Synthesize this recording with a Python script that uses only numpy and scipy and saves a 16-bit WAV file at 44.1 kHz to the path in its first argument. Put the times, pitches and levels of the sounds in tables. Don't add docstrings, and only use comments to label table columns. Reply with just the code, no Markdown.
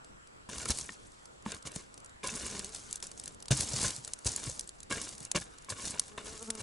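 import sys
import numpy as np
from scipy import signal
from scipy.io import wavfile
from scipy.ndimage import uniform_filter1d

SR = 44100
rng = np.random.default_rng(int(sys.argv[2]) if len(sys.argv) > 2 else 0)


def master(y):
    cut = np.clip(np.atleast_2d(y).T, -1, 1)
    pcm = np.round(cut * 32767)
    wavfile.write(sys.argv[1], SR, pcm.astype(np.int16))


def magnitude_from_level(level_db):
    exponent = np.asarray(level_db, float) / 20
    return 10 ** exponent


N = 291942


def evened(x):
    return x / np.sqrt(np.mean(x ** 2) + 1e-20)


def read(points, hz):
    f, value = np.transpose(points)
    return np.interp(np.log(hz + 1), np.log(f + 1), value)


def add(mix, start_s, sound):
    part = mix[..., round(start_s * SR):][..., :sound.shape[-1]]
    part += sound[..., :part.shape[-1]]


def colour(x, points):
    hz = abs(np.fft.fftfreq(2048, 1 / SR))
    log_gain = np.log(magnitude_from_level(read(points, hz)))
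    response = np.exp(np.conj(signal.hilbert(log_gain)))
    taps = np.fft.ifft(response).real[:1024]
    return signal.oaconvolve(x, taps)[:len(x)]


def ringing(modes, detune, damping=1, soft_s=.001):
    t = np.arange(8000) / SR
    rings = 0
    for (hz, db, t60), off in zip(modes, detune):
        decay = magnitude_from_level(db - 60 * t / (t60 * damping))
        rings = rings + decay * np.sin(2 * np.pi * hz * (1 + off) * t)
    return rings * (1 - np.exp(-t / soft_s))


def grit(per_s, spread_db, clump_db, clump_s):
    spread = magnitude_from_level(spread_db * np.minimum(rng.exponential(1, N), 4))
    size = spread * rng.standard_normal(N)
    clumps = evened(uniform_filter1d(rng.standard_normal(N), max(int(clump_s * SR), 1)))
    clicks = rng.random(N) < per_s / SR
    return evened(size * clicks * magnitude_from_level(clump_db * clumps))


# (relative, per Hz)
FOREST_TONE = [(12, -20), (20, 3.5), (60, -13), (118, -14), (170, -16), (280, -18.5), (460, -20.5),
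               (740, -25), (1400, -24), (2100, -31), (4000, -34), (6700, -36.5), (7650, -26.5), (8500, -39),
               (11400, -38), (14800, -85)]
# pitch_hz, side_db (against mid)
FOREST_WIDTH = [(60, -14), (140, -1), (350, 5), (840, 8.5), (2020, 6.5), (4880, 2.5), (11800, -4)]


def forest():
    frames, hz = N // 256 + 5, np.fft.rfftfreq(1024, 1 / SR)
    a, b, c, d, patches = rng.standard_normal((frames, 513, 5)).T
    patches = uniform_filter1d(patches, size=12, axis=0)
    patches = evened(uniform_filter1d(patches, size=14, axis=1))
    width = magnitude_from_level(read(FOREST_WIDTH, hz))[:, None]
    spectra = np.array([a + 1j * b, (c + 1j * d) * width])
    spectra *= magnitude_from_level(read(FOREST_TONE, hz)[:, None] + 2.0 * patches)
    mid, side = signal.istft(spectra, nperseg=1024, noverlap=768)[1][:, :N]
    mid_rms_db = -59.5
    return magnitude_from_level(mid_rms_db) * np.array([mid + side, mid - side]) / mid.std()


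# (relative, per Hz)
CHARCOAL_TONE = [(880, -5.5), (1500, -12), (2940, -8), (4280, -1.5), (5160, -2.5), (6070, 0), (7640, 1),
                 (10800, -4.5), (11200, -8), (11500, -32), (15000, -19), (22000, -120)]
# start_s, level_db (of the burst), body (0 thin tick to 1 full crack)
EMBER_SNAPS = [(0.0448, -42.5, 1), (0.272, -45.5, 0.7), (0.4904, -41, 0.6), (0.5816, -27, 0.8),
               (0.6545, -25, 1), (0.6878, -21.5, 0.7), (0.7035, -17, 0.1), (0.7724, -28, 0.2),
               (0.786, -22.5, 0.25), (0.921, -39.5, 0.5), (1.1178, -48, 0.6), (1.255, -39.5, 0.7),
               (1.423, -45.5, 0.2), (1.5178, -26.5, 0.8), (1.545, -33, 0.9), (1.6248, -40, 0.8),
               (1.6602, -42.5, 0.5), (1.717, -36.5, 0.7), (1.7591, -27.5, 1), (1.941, -39, 0.5),
               (1.9759, -39.5, 1), (2.001, -44.5, 0.5), (2.045, -37.5, 0.2), (2.0592, -41, 0.4),
               (2.0936, -46, 0.6), (2.2453, -38, 0.6), (2.2723, -22.5, 0.4), (2.2824, -31, 0.3),
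               (2.5925, -24, 0.3), (2.6447, -26, 0.3), (2.7468, -27.5, 0.4), (2.9095, -32, 0.5),
               (2.9274, -21, 0.04), (2.9568, -25, 0.05), (3.001, -38.5, 0.94), (3.025, -26, 0.67),
               (3.0678, -31, 0.3), (3.114, -35, 0.9), (3.1752, -38, 0.8), (3.1968, -27.5, 0.34),
               (3.237, -33, 0.4), (3.2575, -30, 0.5), (3.277, -27.5, 0.57), (3.3458, -41.5, 0.3),
               (3.402, -41.5, 0.8), (3.4241, -33.5, 0.7), (3.456, -38, 1), (3.482, -28.5, 0.73),
               (3.5094, -29, 0.4), (3.5757, -25, 0.4), (3.6065, -16.5, 0.34), (3.7454, -33, 0.6),
               (3.8174, -33, 0.6), (3.905, -24.5, 1), (3.9623, -28, 0.1), (4.0472, -27.5, 0.36),
               (4.0757, -29, 1), (4.134, -22, 0.5), (4.1883, -38, 0.5), (4.2462, -30.5, 0.7),
               (4.2662, -25, 0.3), (4.317, -25.5, 0), (4.3612, -18, 0), (4.4387, -27.5, 0.3),
               (4.497, -25, 0), (4.5936, -20.5, 0), (4.6084, -28.5, 0.1), (4.6399, -46, 0.4),
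               (4.6743, -35, 0.3), (4.691, -30.5, 0.4), (4.803, -35.5, 0.3), (4.83, -34.5, 0.6),
               (4.9075, -40, 0.5), (4.9238, -23.5, 1), (5.015, -25, 0.3), (5.09, -32, 0.2),
               (5.1792, -35, 0.6), (5.2025, -34, 0.5), (5.228, -36, 0.2), (5.2498, -27, 0),
               (5.3146, -17.5, 0.5), (5.3597, -35, 0.3), (5.3996, -33, 0.2), (5.5834, -39, 0.5),
               (5.622, -44, 0.5), (5.6456, -41, 0.8), (5.6924, -35, 0.3), (5.702, -26, 0.4),
               (5.8527, -24, 0.2), (5.995, -11.5, 0.08), (6.0798, -40.5, 0.1), (6.3757, -37, 0.19),
               (6.4253, -30.5, 0.4), (6.5021, -18.5, 0.83), (6.551, -32, 0.5), (6.5943, -35.5, 0.9)]


def snaps():
    rise_s, tick_t60_s, crack_t60_s = .0009, 0.0093, 0.015
    out, t = np.zeros(N), np.arange(2600) / SR
    for start_s, level_db, body in EMBER_SNAPS:
        splinters = rng.standard_normal(len(t)) * magnitude_from_level(5.8 * rng.standard_normal(len(t)))
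        t60 = tick_t60_s + (crack_t60_s - tick_t60_s) * np.clip(body, 0, 1)
        shape = (1 - np.exp(-(t / rise_s) ** 2)) * magnitude_from_level(-60 * t / t60)
        tone = [(hz, db - 5.8 * (1 - body) * np.log2(8000 / hz)) for hz, db in CHARCOAL_TONE]
        burst = colour(splinters * shape, tone)
        strength = np.linalg.norm(shape / shape.max()) / np.linalg.norm(burst) / 2
        add(out, start_s, magnitude_from_level(level_db) * burst * strength)
    return out


def crunching():
    puff = np.exp(-np.arange(600) / 60.)
    shared, out = grit(2300.0, 1.05, 1.8, .02) ** 2, np.zeros(N)
    for band_hz in [(300, 4500), (4500, 7500), (7500, 12000)]:
        breaks = shared + 0.73 * grit(1500., 2.1, 4.9, 0.012) ** 2
        power = signal.oaconvolve(breaks, puff ** 2)[:N]
        band = signal.butter(2, band_hz, "band", fs=SR, output="sos")
        out += signal.sosfilt(band, np.sqrt(abs(power)) * rng.standard_normal(N))
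    return colour(out, CHARCOAL_TONE)


# pitch_hz, level_db (relative), t60_s (before damping)
BOX_MODES = [(450, 1, 0.019), (560, 12.5, 0.013), (1070, 4, 0.028), (1473, -1, 0.033), (1655, 6, 0.021),
             (2246, 6.5, 0.022), (2790, 1.5, 0.031), (3567, 9, 0.015)]


def scraped_box():
    ring = ringing(BOX_MODES, np.zeros(len(BOX_MODES)), damping=0.22, soft_s=0.0033)
    return signal.oaconvolve(grit(2500., 1.5, 3.8, 0.0056), ring)[:N]


# pitch_hz, level_db (relative), t60_s (before damping)
BED_MODES = [(57.6, 6, 0.055), (86, -27, 0.017), (121, -4.5, 0.072), (171, 2.5, 0.031),
             (217.6, -4.5, 0.049), (280, -11.5, 0.067), (381, -12.5, 0.047)]


def shaken_ground():
    ring = ringing(BED_MODES, np.zeros(len(BED_MODES)), damping=.65, soft_s=.003)
    return signal.oaconvolve(grit(600., 3., 2., .015), ring)[:N]


# start_s (of each point), crunch_db (charcoal), scrape_db (iron floor)
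RAKE_STROKES = [
    [(.487, -51, -53), (.573, -45.5, -52), (.679, -46, -46.5), (.707, -26, -61), (.735, -44.5, -81),
     (.8, -41.5, -61), (.88, -54.5, -65), (.95, -53, -71)],
    [(1.45, -51.5, -51), (1.514, -50, -48), (1.545, -54, -46), (1.6, -58, -77)],
    [(1.648, -55, -54), (1.673, -38, -51), (1.703, -70, -57.5), (1.76, -45.5, -55), (1.79, -52.5, -58),
     (1.9, -73, -78)],
    [(2.23, -42, -41.5), (2.287, -43, -49), (2.435, -44.5, -49.5), (2.569, -42.5, -48), (2.61, -50, -54),
     (2.681, -49.5, -63.5), (2.889, -53.5, -72), (2.91, -51, -63), (2.985, -52.5, -68)],
    [(3.026, -44, -56), (3.106, -61, -63.5), (3.19, -57.5, -77), (3.282, -57, -58.5), (3.36, -66, -72)],
    [(3.505, -24, -28.5), (3.547, -39, -46), (3.615, -33.5, -59), (3.667, -42, -54), (3.855, -30.5, -44.5),
     (3.93, -46, -51.5), (4.021, -55, -92), (4.081, -59, -58), (4.125, -65, -74)],
    [(4.248, -50, -56), (4.267, -28.5, -45), (4.297, -43.5, -57.5), (4.435, -47, -54), (4.475, -41, -49),
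     (4.555, -51.5, -86), (4.6, -55.5, -65), (4.66, -60, -74)],
    [(4.897, -40, -47), (4.913, -39.5, -39), (5.131, -49.5, -64.5), (5.175, -63, -84), (5.209, -55.5, -64),
     (5.249, -50.5, -60), (5.29, -71, -69)],
    [(5.347, -40, -28), (5.361, -29.5, -30), (5.397, -52, -52.5), (5.415, -41, -69), (5.5, -85, -93)],
    [(5.684, -62, -57), (5.702, -35.5, -44), (5.748, -57, -58.5), (5.782, -49, -48), (5.874, -38.5, -53),
     (5.97, -53.5, -52), (6.011, -53.5, -63), (6.147, -60.5, -62)],
    [(6.175, -42, -37), (6.209, -62, -58), (6.265, -45, -51), (6.383, -51.5, -59), (6.473, -53, -64),
     (6.56, -58, -61.5), (6.62, -41.5, -45)],
]


def stroke_levels():
    levels = np.zeros((3, N))
    for rows in RAKE_STROKES:
        s, crunch_db, scrape_db = np.transpose(rows)
        rumble_db = -3.5 + scrape_db + 0.89 * (crunch_db - scrape_db)
        t = np.arange(s[0], s[-1], 1 / SR)
        fade_in, fade_out = (t - s[0]) / 0.0064, (s[-1] - t) / 0.011
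        edge = np.minimum(np.minimum(fade_in, fade_out), 1)
        curves_db = [np.interp(t, s, column) for column in (crunch_db, scrape_db, rumble_db)]
        add(levels, s[0], edge * magnitude_from_level(curves_db))
    keep = np.exp(-1 / (.15 * SR))
    trickle = signal.lfilter([1 - keep], [1, -keep], levels ** 2)
    return np.sqrt(levels ** 2 + magnitude_from_level([[-38], [-40], [-40]]) * trickle)


def drag():
    crunch, scrape, rumble = stroke_levels()
    hiss = crunch * evened(crunching())
    return hiss + scrape * evened(scraped_box()) + rumble * evened(shaken_ground())


def struck_near(modes, hz, fall_db, t60_here):
    rest = [(f, db - fall_db * abs(np.log2(f / hz)), t60) for f, db, t60 in modes]
    return [(hz, 2.5, t60_here)] + rest


def blows(rows, modes, fall_db, t60_here, detune, soft_s):
    out = np.zeros(N)
    offsets = rng.standard_normal((len(rows), len(modes)))
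    for (start_s, peak_db, hz, damping), off in zip(rows, offsets):
        struck = struck_near(modes, hz, fall_db, t60_here)
        ring = ringing(struck, detune * np.r_[0, off], max(damping, .1), soft_s)
        add(out, start_s, magnitude_from_level(peak_db) * ring / abs(ring).max())
    return out


# start_s, peak_db, pitch_hz (struck spot), damping (factor on t60)
RAKE_CLANKS = [(.489, -36, 1010, 0.61), (.658, -35, 1370, 0.72), (.697, -31.5, 1720, 0.53),
               (.702, -32, 1320, 1.6), (.891, -29.5, 1820, 0.4), (1.461, -27.5, 920, 0.42),
               (1.544, -42, 1620, 0.46), (1.652, -44, 1140, 1.1), (1.762, -38, 483, 0.67),
               (2.232, -34, 2370, 0.37), (2.241, -29.5, 1015, 4.8), (2.29, -32.5, 2620, 0.85),
               (2.561, -52, 1014, 1.6), (3.508, -30, 264, 1.4), (3.596, -41, 2070, .73),
               (3.736, -35, 497, 1), (3.79, -39, 716, 0.43), (3.843, -27.5, 1047, 2.7),
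               (4.075, -46, 1380, 0.34), (4.257, -32, 465, .8), (4.494, -38, 523, .56),
               (4.907, -39, 657, 0.21), (4.91, -34.5, 1140, 2.4), (4.924, -27, 1630, 2),
               (4.98, -35.5, 2230, 1.5), (5.347, -31.5, 604, 1.9), (5.419, -37, 1700, 0.87),
               (5.685, -37.5, 1070, 2.1), (5.721, -32, 1140, 1.8), (5.785, -39.5, 1086, 2.2),
               (5.955, -36.5, 978, 1.5), (5.994, -46, 2780, .61), (6.181, -28, 1070, 0.79)]


def clanks():
    return blows(RAKE_CLANKS, BOX_MODES, fall_db=5.5, t60_here=0.053, detune=0.016, soft_s=0.0012)


# start_s, peak_db, pitch_hz (struck spot), damping (factor on t60)
RAKE_THUDS = [(.489, -39, 204, 0.8), (.665, -38, 116, .8), (1.461, -32, 210, 0.96), (1.544, -38, 80, .52),
              (1.652, -39, 130, 1.2), (1.762, -30, 160, 0.32), (2.561, -45.5, 187, 1.9),
              (3.508, -16, 130, 1.7), (3.596, -33, 147, 0.52), (3.736, -29, 129, 1), (3.79, -35, 150, .47),
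              (3.843, -34.5, 138, 1.8), (3.98, -42, 128, 1.5), (4.257, -26.5, 101.5, 1.8),
              (4.475, -29.5, 119, 0.54), (4.907, -39, 270, 0.36), (4.93, -42, 99, 2), (5.04, -46, 297, 1.4),
              (5.21, -39.5, 140, 0.4), (5.35, -32, 171, 1.8), (5.419, -53, 135, 0.85),
              (5.721, -34.5, 100, 1.1), (6.6, -41, 100.2, 3.3)]


def thuds():
    return blows(RAKE_THUDS, BED_MODES, fall_db=8.0, t60_here=0.075, detune=0.058, soft_s=.003)


# multiple (of the wingbeat), level_db (relative)
WING_OVERTONES = [(2, 1), (3, -10), (4, -10.5), (5, -11), (6, -10)]
# start_s (of each point), pitch_hz (wingbeat), overtones_db,
# beat_db (fundamental against the overtones, as the fly turns)
FLY_PASSES = [
    [(2.29, 221, -72, 9), (2.332, 221.7, -55.5, 4), (2.4, 203.1, -77, -5), (2.52, 202.3, -55.5, 1),
     (2.58, 201.8, -58.5, 7), (2.66, 189, -63, -1), (2.69, 219, -59, -18), (2.78, 213, -75, -3)],
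    [(6.05, 198, -76, 3), (6.114, 208.5, -64.5, -2), (6.242, 205.5, -59.5, -8), (6.33, 224.8, -54.5, -9),
     (6.384, 208.8, -61.5, -15), (6.428, 234.2, -47.5, -3), (6.458, 213.5, -72, 10),
     (6.49, 223.6, -53, 5.5), (6.62, 213.7, -56.5, 1)],
]


def fly(rows):
    s, *columns = np.transpose(rows)
    t = np.arange(s[0], s[-1], 1 / SR)
    hz, overtones_db, beat_db = (np.interp(t, s, column) for column in columns)
    noises = rng.standard_normal((2, len(t)))
    swerve, flutter = (evened(uniform_filter1d(noise, size=700)) for noise in noises)
    angle = 2 * np.pi * np.cumsum(hz * (1 + .013 * swerve)) / SR
    overtones = sum(magnitude_from_level(db) * np.cos(k * (angle + 1)) for k, db in WING_OVERTONES)
    wings = magnitude_from_level(overtones_db) * (magnitude_from_level(beat_db) * np.cos(angle) + overtones)
    fade = signal.windows.tukey(len(t), .04)
    return s[0], np.sqrt(2) * magnitude_from_level(2.5 * flutter) * wings * fade


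def firebox_echo(x, t60):
    t, turn = np.arange(3000) / SR, np.arange(N) / SR * 2 * np.pi * 9
    sparse = rng.standard_normal((3, len(t))) * (rng.random((3, len(t))) < .1)
    taps = sparse * magnitude_from_level(-60 * t / t60) * (t > .0008)
    taps = taps / np.linalg.norm(taps, axis=1)[:, None]
    shares = np.sqrt(2 / 3) * np.cos(turn + np.arange(3)[:, None] * np.pi / 3)
    return signal.oaconvolve(x * shares, taps, axes=1).sum(0)[:N]


# pitch_hz, side_db (against mid)
NEAR_WIDTH = [(60, -21), (170, -20), (500, -10.5), (1420, -10), (4090, -10), (11800, -12.5)]


def scene():
    near = drag() + clanks() + thuds() + snaps()
    near = signal.sosfilt(signal.butter(2, 70.5, "high", fs=SR, output="sos"), near)
    side = colour(firebox_echo(near, t60=0.01), NEAR_WIDTH)
    near = near + magnitude_from_level(-11) * firebox_echo(near, t60=.02)
    for rows in FLY_PASSES:
        add(near, *fly(rows))
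    balance = magnitude_from_level([[.3], [-.3]])
    return near * balance + side * [[1], [-1]] + forest()


def low_pass(x):
    return signal.sosfilt(signal.butter(12, 12360, fs=SR, output="sos"), x)


def record(dry):
    lowpass = signal.firwin(191, 11250, window=("kaiser", 6), fs=SR)
    narrow = signal.oaconvolve(dry, lowpass[None], "same")
    return low_pass(narrow)


dry = scene()
out = record(dry)
master(out)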